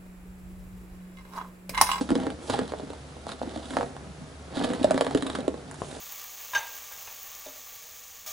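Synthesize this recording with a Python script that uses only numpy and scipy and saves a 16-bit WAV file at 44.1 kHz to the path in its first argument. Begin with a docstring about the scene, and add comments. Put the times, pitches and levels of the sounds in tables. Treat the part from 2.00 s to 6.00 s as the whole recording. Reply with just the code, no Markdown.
"""Puppy in a ball tub

A puppy tugs and shakes a soft toy in a plastic tub of hollow plastic balls, in a small room.
Balls tick against each other and knock on the tub, which booms; between knocks they roll and rub.
Fur and cloth brush the plastic, claws click and paws drag, over a low room hum.
Near the end, one dull knock lands off to the left."""
import sys
import numpy as np
from scipy import signal
from scipy.fft import rfft, irfft
from scipy.io import wavfile

SR = 44100
rng = np.random.default_rng(int(sys.argv[2]) if len(sys.argv) > 2 else 0)


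def master(y):
    """Save y as 16-bit WAV."""
    cut = np.clip(np.atleast_2d(y).T, -1, 1)
    pcm = np.round(cut * 32767)  # scale
    wavfile.write(sys.argv[1], SR, pcm.astype(np.int16))


N = 176400
TIME_S = np.arange(N) / SR


def amp(db):
    """Decibels to gain."""
    return 10 ** (np.asarray(db) / 20)


def unit(x):
    """Scales to rms 1."""
    return x / np.sqrt(np.mean(x ** 2) + 1e-20)


def read(points, hz):
    """Reads a curve on a log-frequency axis."""
    f, value = np.transpose(points)
    return np.interp(np.log(hz + 1), np.log(f + 1), value)


def fader(points):
    """Gain over time from a dB curve."""
    return amp(np.interp(TIME_S, *np.transpose(points)))


def add(mix, start_s, sound):
    """Mixes a sound in at its start time."""
    part = mix[max(0, round(start_s * SR)):][:len(sound)]
    part += sound[:len(part)]


def colour(x, eq, size=4096):
    """Minimum-phase EQ of unit energy: only the shape of the curve counts."""
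    log_gain = np.log(amp(read(eq, abs(np.fft.fftfreq(size, 1 / SR)))))
    taps = np.fft.ifft(np.exp(np.conj(signal.hilbert(log_gain)))).real[:size // 2]
    return signal.oaconvolve(x, taps / np.linalg.norm(taps))[:N]


def drift(rate_hz):
    """Smooth random wander of rms 1."""
    lowpass = np.exp(-(np.fft.rfftfreq(N, 1 / SR) / rate_hz) ** 2)
    return unit(irfft(rfft(rng.standard_normal(N)) * lowpass, N))


def slips(per_s, spread_db):
    """Random tiny impulses of uneven size."""
    size = amp(spread_db * np.minimum(rng.exponential(1, N), 3.5))
    return unit(size * rng.choice([-1, 1], N) * (rng.random(N) < per_s / SR))


# Tone of the quiet room: freq_hz, gain_db
AIR_EQ = [(20, -32), (40, -16), (58, -8), (75, -3.5), (100, -12), (145, -3.5), (220, -18.5), (320, -14.5),
          (570, -16.5), (1000, -21), (1300, -19), (1800, -24), (3300, -28), (6000, -30), (11000, -35.5)]
# How alike the room sounds left and right: freq_hz, correlation
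ROOM_LIKENESS = [(60, 0.92), (130, 1), (270, 1), (570, 0.72), (1200, 0.21), (2600, 0.05), (5400, 0.43),
                 (11000, 0.69)]
# Partials of the hum: pitch_hz, level_db
HUM_PARTIALS = [(72, -52), (144, -58.5)]
def room_tone(noise_db=-47.5):
    """Steady room noise with a wavering low hum."""
    hz = np.fft.rfftfreq(N, 1 / SR)
    left, other = rfft(rng.standard_normal((2, N))) * amp(read(AIR_EQ, hz))
    same = read(ROOM_LIKENESS, hz)
    right = same * left + np.sqrt(1 - same ** 2) * other
    hum = np.zeros(N)
    for pitch_hz, db in HUM_PARTIALS:
        tone = np.sqrt(2) * np.sin(2 * np.pi * pitch_hz * TIME_S + .5 * drift(rate_hz=1.7))
        hum += amp(db) * tone * (1 + 0.22 * drift(rate_hz=12))
    return amp(noise_db) * unit(irfft([left, right], N)) + hum


# Resonances of the tub: pitch_hz, relative_db, t60_s
TUB_MODES = [(191.7, -25.5, 0.6), (224.5, -18.5, 0.05), (266.4, -6, 0.14), (277.5, 10, 0.047),
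             (399, 0.5, 0.034), (479, -17.5, 0.19), (654, -15.5, 0.13)]
def tub_boom(force, rise_s=0.0032, gain_db=-1):
    """A push sets the tub's modes ringing."""
    t = np.arange(SR // 3) / SR
    ring = sum(amp(db - 60 * t / t60) * np.sin(2 * np.pi * hz * t) for hz, db, t60 in TUB_MODES)
    ring *= 1 - np.exp(-t / rise_s)
    return amp(gain_db) * signal.oaconvolve(force, ring / abs(ring).max())[:N]


# Fader ride of the rolling: time_s, level_db
ROLL_FADER = [(0, -38), (0.07, -54), (0.16, -32), (0.28, -33.5), (0.36, -45.5), (0.46, -41.5), (0.53, -27),
              (0.62, -32.5), (0.69, -46), (0.9, -42.5), (1.05, -51.5), (1.25, -45), (1.3, -33), (1.39, -51),
              (1.45, -36.5), (1.58, -42), (1.67, -46), (1.8, -31), (1.9, -43), (2.05, -46.5), (2.35, -49.5),
              (2.5, -46), (2.58, -26.5), (2.78, -32), (2.94, -29), (3.1, -34), (3.25, -36), (3.42, -33.5),
              (3.54, -49), (3.62, -43.5), (3.85, -45.5), (3.93, -38), (4, -44)]
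# Its low rumble: freq_hz, gain_db
ROLL_EQ = [(60, -14), (120, -1.5), (200, -3.5), (275, 5.5), (335, 2), (470, 1), (620, -2.5), (850, -6.5),
           (1050, -19), (1600, -15), (2400, -22.5), (6000, -50)]
def rolling(gain_db=-4, tub_db=-11):
    """Seams and dents of rolling balls patter on the tub floor."""
    patter = slips(per_s=380, spread_db=1.5) * fader(ROLL_FADER)
    ring = unit(tub_boom(patter)) * patter.std()
    return amp(gain_db) * colour(patter, ROLL_EQ) + amp(tub_db) * ring


# Resonances of the ball shells: pitch_hz, width_hz, gain
SHELL_RINGS = [(7030, 120, 0.68), (9450, 150, 0.59)]
def shells(x):
    """The thin ball shells add narrow high rings."""
    return x + sum(gain * signal.lfilter(*signal.iirpeak(hz, hz / width, SR), x)
                   for hz, width, gain in SHELL_RINGS)


# Fader ride of the rubbing: time_s, level_db
RUB_FADER = [(0, -41), (0.06, -51), (0.25, -44.5), (0.35, -59), (0.45, -50.5), (0.52, -33), (0.62, -45),
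             (0.8, -52.5), (1.15, -56), (1.25, -55), (1.3, -41), (1.37, -53.5), (1.58, -47), (1.8, -45),
             (1.92, -61), (2.5, -55.5), (2.57, -38.5), (2.75, -39.5), (2.92, -45), (3.35, -45), (3.5, -58),
             (3.75, -53.5), (4, -49)]
# Its hollow rasp: freq_hz, gain_db
RUB_EQ = [(200, -16.5), (700, 15.5), (1300, 6.5), (1800, 0.5), (2350, -9), (3000, 3), (3750, 5.5),
          (4700, 0.5), (6300, -8.5), (8000, -7), (11000, -10.5)]
def rubbing(gain_db=-2, clump_db=3.0):
    """Balls stick and slip against each other in small clumps."""
    grains = unit(slips(per_s=1300, spread_db=1.5) * amp(clump_db * drift(rate_hz=106)))
    return amp(gain_db) * shells(colour(grains * fader(RUB_FADER), RUB_EQ))


# Strokes of fur and cloth: start_s, rise_s, fall_s, level_db
BRUSH_STROKES = [(0.0, 0.013, 0.073, -45.5), (.4, 0.095, 0.063, -45.5), (1.641, 0.06, 0.27, -50),
                 (3.732, 0.15, .35, -47.5)]
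# Their soft swish: freq_hz, gain_db
BRUSH_EQ = [(200, 6), (600, 19), (1300, -8), (2400, 3), (3700, 0.5), (5500, 2.5), (8000, 3.5), (11000, 0.5)]
def brushing(flutter_db=1.5, swell_power=0.69):
    """Fur and cloth slide over plastic with a soft hiss."""
    strokes = sum(amp(db) * np.interp(TIME_S, [s, s + rise, s + rise + fall], [0, 1, 0]) ** swell_power
                  for s, rise, fall, db in BRUSH_STROKES)
    hiss = rng.standard_normal(N) * amp(flutter_db * drift(rate_hz=75))
    return shells(colour(strokes * hiss, BRUSH_EQ))


# Contacts of ball, paw and tub, each layer's level before its mix gain:
# start_s, boom_db, knock_db, knock_pitch_hz, knock_decay_ms, clack_db, tick_db
CONTACTS = [(0.011, -18, -32.5, 522, 2.3, -30.5, -36), (0.105, -16.5, -20.5, 447, 0.86, -28.5, -32),
            (0.117, -11.5, -24, 383, 2, -33, -40), (0.154, -33, -22.5, 470, 1.9, -28.5, -31.5),
            (0.162, -15, -34, 440, 0.87, -38, -54), (0.235, -25.5, -33, 530, 1.4, -40.5, -47),
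            (0.268, -22.5, -25, 440, 1, -30.5, -39.5), (0.498, -30, -20, 560, 1.04, -35, -42),
            (0.54, -29, -25.5, 790, 2.5, -33, -51), (0.591, -23.5, -17.5, 450, 1.1, -28, -31.5),
            (0.721, -39, -28.5, 517, 1.15, -38.5, -42.5), (0.737, -44, -21, 545, 0.64, -37, -59),
            (0.798, -35.5, -30, 570, 0.73, -48, -66), (0.833, -30, -37.5, 430, 1.3, -60, -57),
            (0.903, -39, -31.5, 490, 1.3, -43, -43.5), (0.934, -42, -35.5, 570, 0.58, -43.5, -47.5),
            (1.167, -40, -38.5, 716, 0.74, -53, -64), (1.268, -37, -30.5, 660, 1, -37, -42.5),
            (1.416, -33, -22, 630, 0.86, -41, -50), (1.432, -29.5, -27, 706, 0.7, -58, -52),
            (1.474, -26.5, -36, 380, 2.3, -62, -55), (1.561, -30, -29.5, 667, 1.4, -49, -43),
            (1.769, -30, -18, 630, 0.95, -21.5, -33), (1.787, -34, -34, 577, 2.7, -45, -41),
            (1.797, -41, -25.5, 534, 2.2, -44, -49), (1.81, -50, -30.5, 730, 0.9, -27, -44),
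            (1.83, -47, -23, 630, 0.88, -36, -44), (1.966, -48, -42.5, 716, 2.1, -38, -48.5),
            (2.614, -32, -23, 560, 1.05, -34, -47), (2.645, -28, -23, 620, 1, -35, -32.5),
            (2.703, -21, -37, 530, 2, -41, -40), (2.812, -20, -41, 490, 0.99, -52, -52),
            (2.844, -17.5, -10, 607, 1.94, -37, -27.5), (2.909, -20, -13, 625, 1.67, -31, -27.5),
            (2.917, -30, -32, 610, 0.59, -30, -38), (2.944, -20, -27, 463, 1.5, -38, -35.5),
            (2.978, -36, -26, 560, 1.4, -27, -30.5), (3.01, -42, -13.5, 590, 1, -24, -24),
            (3.018, -26, -22, 486, 2.7, -29, -41), (3.067, -43, -26, 560, 1.2, -28, -32),
            (3.11, -39, -31, 780, 1.4, -36, -39), (3.149, -15.5, -14.5, 448, 1.37, -34, -29.5),
            (3.224, -25, -36, 480, 1.2, -35, -29.5), (3.387, -30, -29.5, 536, 2.2, -48, -42),
            (3.48, -17.5, -13, 457, 0.8, -41, -34), (3.542, -34.5, -31.5, 494, 1.4, -39.5, -51)]
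# Hollow clack, bright tick and hard snap: freq_hz, gain_db
CLACK_EQ = [(200, -39), (550, 7), (850, 15.5), (1250, 8), (1700, 5), (2300, -5.5), (3500, -16.5),
            (11000, -47)]
TICK_EQ = [(300, -50), (1200, 10.5), (2400, 2), (3000, 4.5), (4000, 6), (5000, -1.5), (6300, -7.5),
           (8000, -6.5), (11000, -9.5)]
SNAP_EQ = [(300, -38), (1500, 1), (3500, -20), (6000, 1), (8000, 7.5), (11000, 1)]
def contacts(knock_rise=1.35, tick_decay_s=.001, scrape_gain=0.84):
    """Each contact: a scraping tick, a snap, a hollow clack, a brief knock and a push on the tub."""
    push, knocks, clacks, ticks, snaps = np.zeros((5, N))
    t = np.arange(SR // 25) / SR
    for start_s, boom_db, knock_db, pitch_hz, decay_ms, clack_db, tick_db in CONTACTS:
        age = 1000 * t / decay_ms
        swell = (age / knock_rise) ** knock_rise * np.exp(knock_rise - age)
        add(knocks, start_s, -amp(knock_db) * swell * np.sin(2 * np.pi * pitch_hz * t))
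        add(push, start_s, amp([boom_db]))
        add(clacks, start_s, amp([clack_db]))
        grit = rng.standard_normal(len(t)) * rng.exponential(1, len(t))
        scrape = grit * t * np.exp(-t / tick_decay_s)
        scrape *= scrape_gain / np.linalg.norm(scrape)
        add(ticks, start_s - tick_decay_s, amp(tick_db) * scrape)  # peaks on the contact
        add(snaps, start_s, amp([tick_db]))
    body = tub_boom(push) + amp(3) * knocks + amp(22) * colour(clacks, CLACK_EQ)
    edge = amp(23) * colour(ticks, TICK_EQ) + amp(12.5) * colour(snaps, SNAP_EQ)
    return body + shells(edge)


# Ball scuffs, levels before the mix gains: start_s, length_ms, boom_db, body_db, scratch_db
BALL_SCUFFS = [(0.09, 13.5, -26, -34.5, -37.5), (0.2, 7.2, -22, -38, -38.5), (0.302, 7.3, -44, -35, -37),
               (0.496, 14, -44, -33, -29), (0.535, 13, -45, -34, -34), (0.678, 6, -50, -43, -38),
               (0.786, 4.6, -40, -55, -41), (1.281, 6.3, -49, -52, -43), (1.29, 8, -60, -37, -36.5),
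               (1.317, 8.3, -52, -39.5, -36), (1.493, 5.7, -48, -50, -40), (1.574, 8.3, -28, -47, -39.5),
               (1.654, 9, -44, -48, -41), (1.705, 11.5, -31, -37.5, -38), (1.735, 8.4, -31.5, -34.5, -38),
               (2.569, 12, -21.5, -40, -36), (2.595, 5.1, -27, -46, -38), (2.637, 25, -22, -37, -30.5),
               (2.734, 7.4, -33, -34, -31), (2.747, 11, -25, -43, -40), (2.829, 9.6, -44, -45, -30.5),
               (3.046, 6, -38, -31, -33), (3.173, 12.5, -32, -38, -32), (3.265, 11.6, -26, -36, -31.5),
               (3.298, 7.9, -32, -32, -32), (3.331, 3.9, -40, -56, -41), (3.35, 15, -27.5, -31, -31),
               (3.403, 14, -37, -52, -42), (3.912, 10, -45, -46, -40.5)]
# Their midrange body and scratchy top: freq_hz, gain_db
SCUFF_BODY_EQ = [(200, -17), (450, 1.5), (700, 2), (1100, 2), (1700, 2), (2300, -11), (4000, -30.5),
                 (11000, -48)]
SCRATCH_EQ = [(300, -29), (1200, -9), (2400, -2.5), (3000, 2), (3800, 7), (4700, -6), (6200, -8.5),
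              (8000, -6.5), (11000, -9.5)]
def scuffs(peak_share=0.17, slip_chance=.25):
    """A ball squeezes past another: a run of slips that swells and dies, and a push on the tub."""
    push, body, scratch = np.zeros((3, N))
    t_ms = np.arange(SR // 15) * 1000 / SR
    for start_s, length_ms, boom_db, body_db, scratch_db in BALL_SCUFFS:
        age = t_ms / (peak_share * length_ms)
        swell = age * np.exp(1 - age)
        grit = rng.standard_normal(len(age)) * rng.exponential(1, len(age))
        run = swell * grit * (rng.random(len(age)) < slip_chance)
        run *= np.linalg.norm(swell) / np.linalg.norm(run)
        add(push, start_s, amp([boom_db]))
        add(body, start_s, amp(body_db) * run)
        add(scratch, start_s, amp(scratch_db) * run)
    return (tub_boom(push) + amp(3.5) * colour(body, SCUFF_BODY_EQ)
            + amp(-1.5) * shells(colour(scratch, SCRATCH_EQ)))


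# Bumps of the whole tub: start_s, level_db
TUB_BUMPS = [(.114, -41), (3.147, -25)]
# Their dull weight: freq_hz, gain_db
BUMP_EQ = [(15, 9), (45, -7), (130, 3.5), (300, -10.5), (700, -11), (3000, -67)]
def tub_bumps(decay_s=0.005):
    """The tub shifts on the floor with a short low thud."""
    force, t = np.zeros(N), np.arange(SR // 15) / SR
    for start_s, db in TUB_BUMPS:
        add(force, start_s, amp(db) * np.exp(-t / decay_s) * rng.standard_normal(len(t)))
    return colour(force, BUMP_EQ)


# Thin claw clicks: start_s, relative_db
CLAW_CLICKS = [(0.176, -46), (2.935, -45), (2.986, -47), (3.713, -35), (3.743, -40.5), (3.758, -50)]
def claws(gain_db=14.5, step_db=-4, body_db=5):
    """A claw touches plastic: three quick snaps, each softer, with a hollow body."""
    force = np.zeros(N)
    for start_s, db in CLAW_CLICKS:
        lags_s = np.sort(rng.uniform(0.00011, .003, 2))
        for k, lag_s in enumerate([0, *lags_s]):
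            add(force, start_s + lag_s, amp([db + gain_db + step_db * k]))
    return shells(colour(force, SNAP_EQ)) + amp(body_db) * colour(force, CLACK_EQ)


# Paw drags: start_s, length_s, level_db
PAW_DRAGS = [(1.997, 0.13, -42), (2.122, 0.21, -46)]
# Their muffled tone: freq_hz, gain_db
DRAG_EQ = [(80, -27), (150, 2.5), (190, 0), (245, -1), (300, -13), (450, -22), (700, -14), (3000, -48)]
def paw_drags():
    """Paws judder softly over the tub floor."""
    pressure = np.zeros(N)
    for start_s, length_s, db in PAW_DRAGS:
        add(pressure, start_s, amp(db) * np.sin(np.pi * np.arange(0, length_s, 1 / SR) / length_s))
    return colour(pressure * slips(per_s=300, spread_db=2.5), DRAG_EQ)


# Dark tone of the knock on the left: freq_hz, gain_db
LEFT_KNOCK_EQ = [(15, -18), (50, 3), (130, 4), (300, 2.5), (700, 3.5), (900, -3), (1080, 4.5), (1300, -11),
                 (1700, -14), (2200, -31), (2800, -17), (3600, -34), (11000, -42)]
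def left_knock(start_s=3.819, strike_db=-0.5, right_db=-5):
    """One dull knock with a low thud, off to the left."""
    force = np.zeros(N)
    add(force, start_s, amp([strike_db]))
    knock = colour(force, LEFT_KNOCK_EQ)
    return (knock + wall_echoes(knock)) * amp([[0], [right_db]]) + room_tail(knock)


def wall_echoes(x, gain_db=-8, decay_s=0.0094, per_s=2500, gap_s=.003, blocks=40):
    """Quick echoes between the tub's walls, changing as the balls move about."""
    t, out, hop = np.arange(SR // 12) / SR, np.zeros(N), N // blocks
    padded = np.pad(x, (hop, 2 * hop))
    window = np.sin(np.pi * np.arange(2 * hop) / (2 * hop))
    for k in range(blocks + 1):  # a fresh echo pattern for each overlapping block
        taps = rng.standard_normal(len(t)) * (rng.random(len(t)) < per_s / SR)
        taps *= (t > gap_s) * np.exp(-t / decay_s)
        echo = signal.fftconvolve(padded[k * hop:][:2 * hop] * window, taps / np.linalg.norm(taps))
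        add(out, (k - 1) * hop / SR, echo[hop:] if k == 0 else echo)
    return amp(gain_db) * out


# Reverb time of the small room: freq_hz, t60_s
ROOM_DECAY = [(100, 0.27), (250, 0.46), (550, 0.35), (1400, 0.26), (4000, 0.085), (11000, 0.2)]
def room_tail(x, gain_db=-14.5, per_s=3000, predelay_s=.006):
    """A short diffuse tail, centred in the bass and wider in the treble."""
    size = SR // 2
    taps = rng.standard_normal((2, size)) * (rng.random((2, size)) < per_s / SR)
    taps *= np.arange(size) / SR > predelay_s
    hz, t, (left, other) = signal.stft(taps, SR, nperseg=256)
    same = read(ROOM_LIKENESS, hz)[:, None]
    right = same * left + np.sqrt(1 - same ** 2) * other
    decay = amp(-60 * t / read(ROOM_DECAY, hz)[:, None])
    tail = signal.istft(np.array([left, right]) * decay, SR, nperseg=256)[1]
    return amp(gain_db) * signal.fftconvolve(x[None], tail / np.linalg.norm(tail[0]), axes=1)[:, :N]


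# Phase between the channels: freq_hz, left_lead_rad
PAN_PHASE = [(20, 0), (130, -.5), (260, -.9), (1100, -.75), (2500, -.5), (3800, -.05), (11000, 0)]
# Balance between them: freq_hz, left_minus_right_db
PAN_BALANCE = [(50, 2), (250, -0.8), (500, -1.5), (2000, -3.5), (11000, -3.5)]
def pan_right(x):
    """The tub lies a little to the right, so that side is mostly earlier and louder."""
    hz = np.fft.rfftfreq(2 * N, 1 / SR)
    lean = amp(read(PAN_BALANCE, hz) / 2) * np.exp(.5j * read(PAN_PHASE, hz))
    return irfft(rfft(x, 2 * N) * np.array([lean, 1 / lean]))[:, :N]


def scene():
    """Everything in the tub, its echoes, the knock on the left and the room."""
    play = contacts() + scuffs() + claws() + tub_bumps() + paw_drags()
    play = play + rolling() + rubbing() + brushing()
    treble = signal.lfilter(*signal.butter(2, 900, "high", fs=SR), play)
    width = wall_echoes(treble, gain_db=-9.5) * np.array([[1], [-1]])  # opposite polarity per side
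    play = play + wall_echoes(play)
    return pan_right(play + room_tail(play)) + width + left_knock() + room_tone()


def record(dry):
    """A steep low-pass takes off the top octave."""
    lowpass = signal.firwin(511, cutoff=11120, window=("kaiser", 8), fs=SR)
    return signal.oaconvolve(dry, lowpass[None], "same")


dry = scene()
out = record(dry)
master(out)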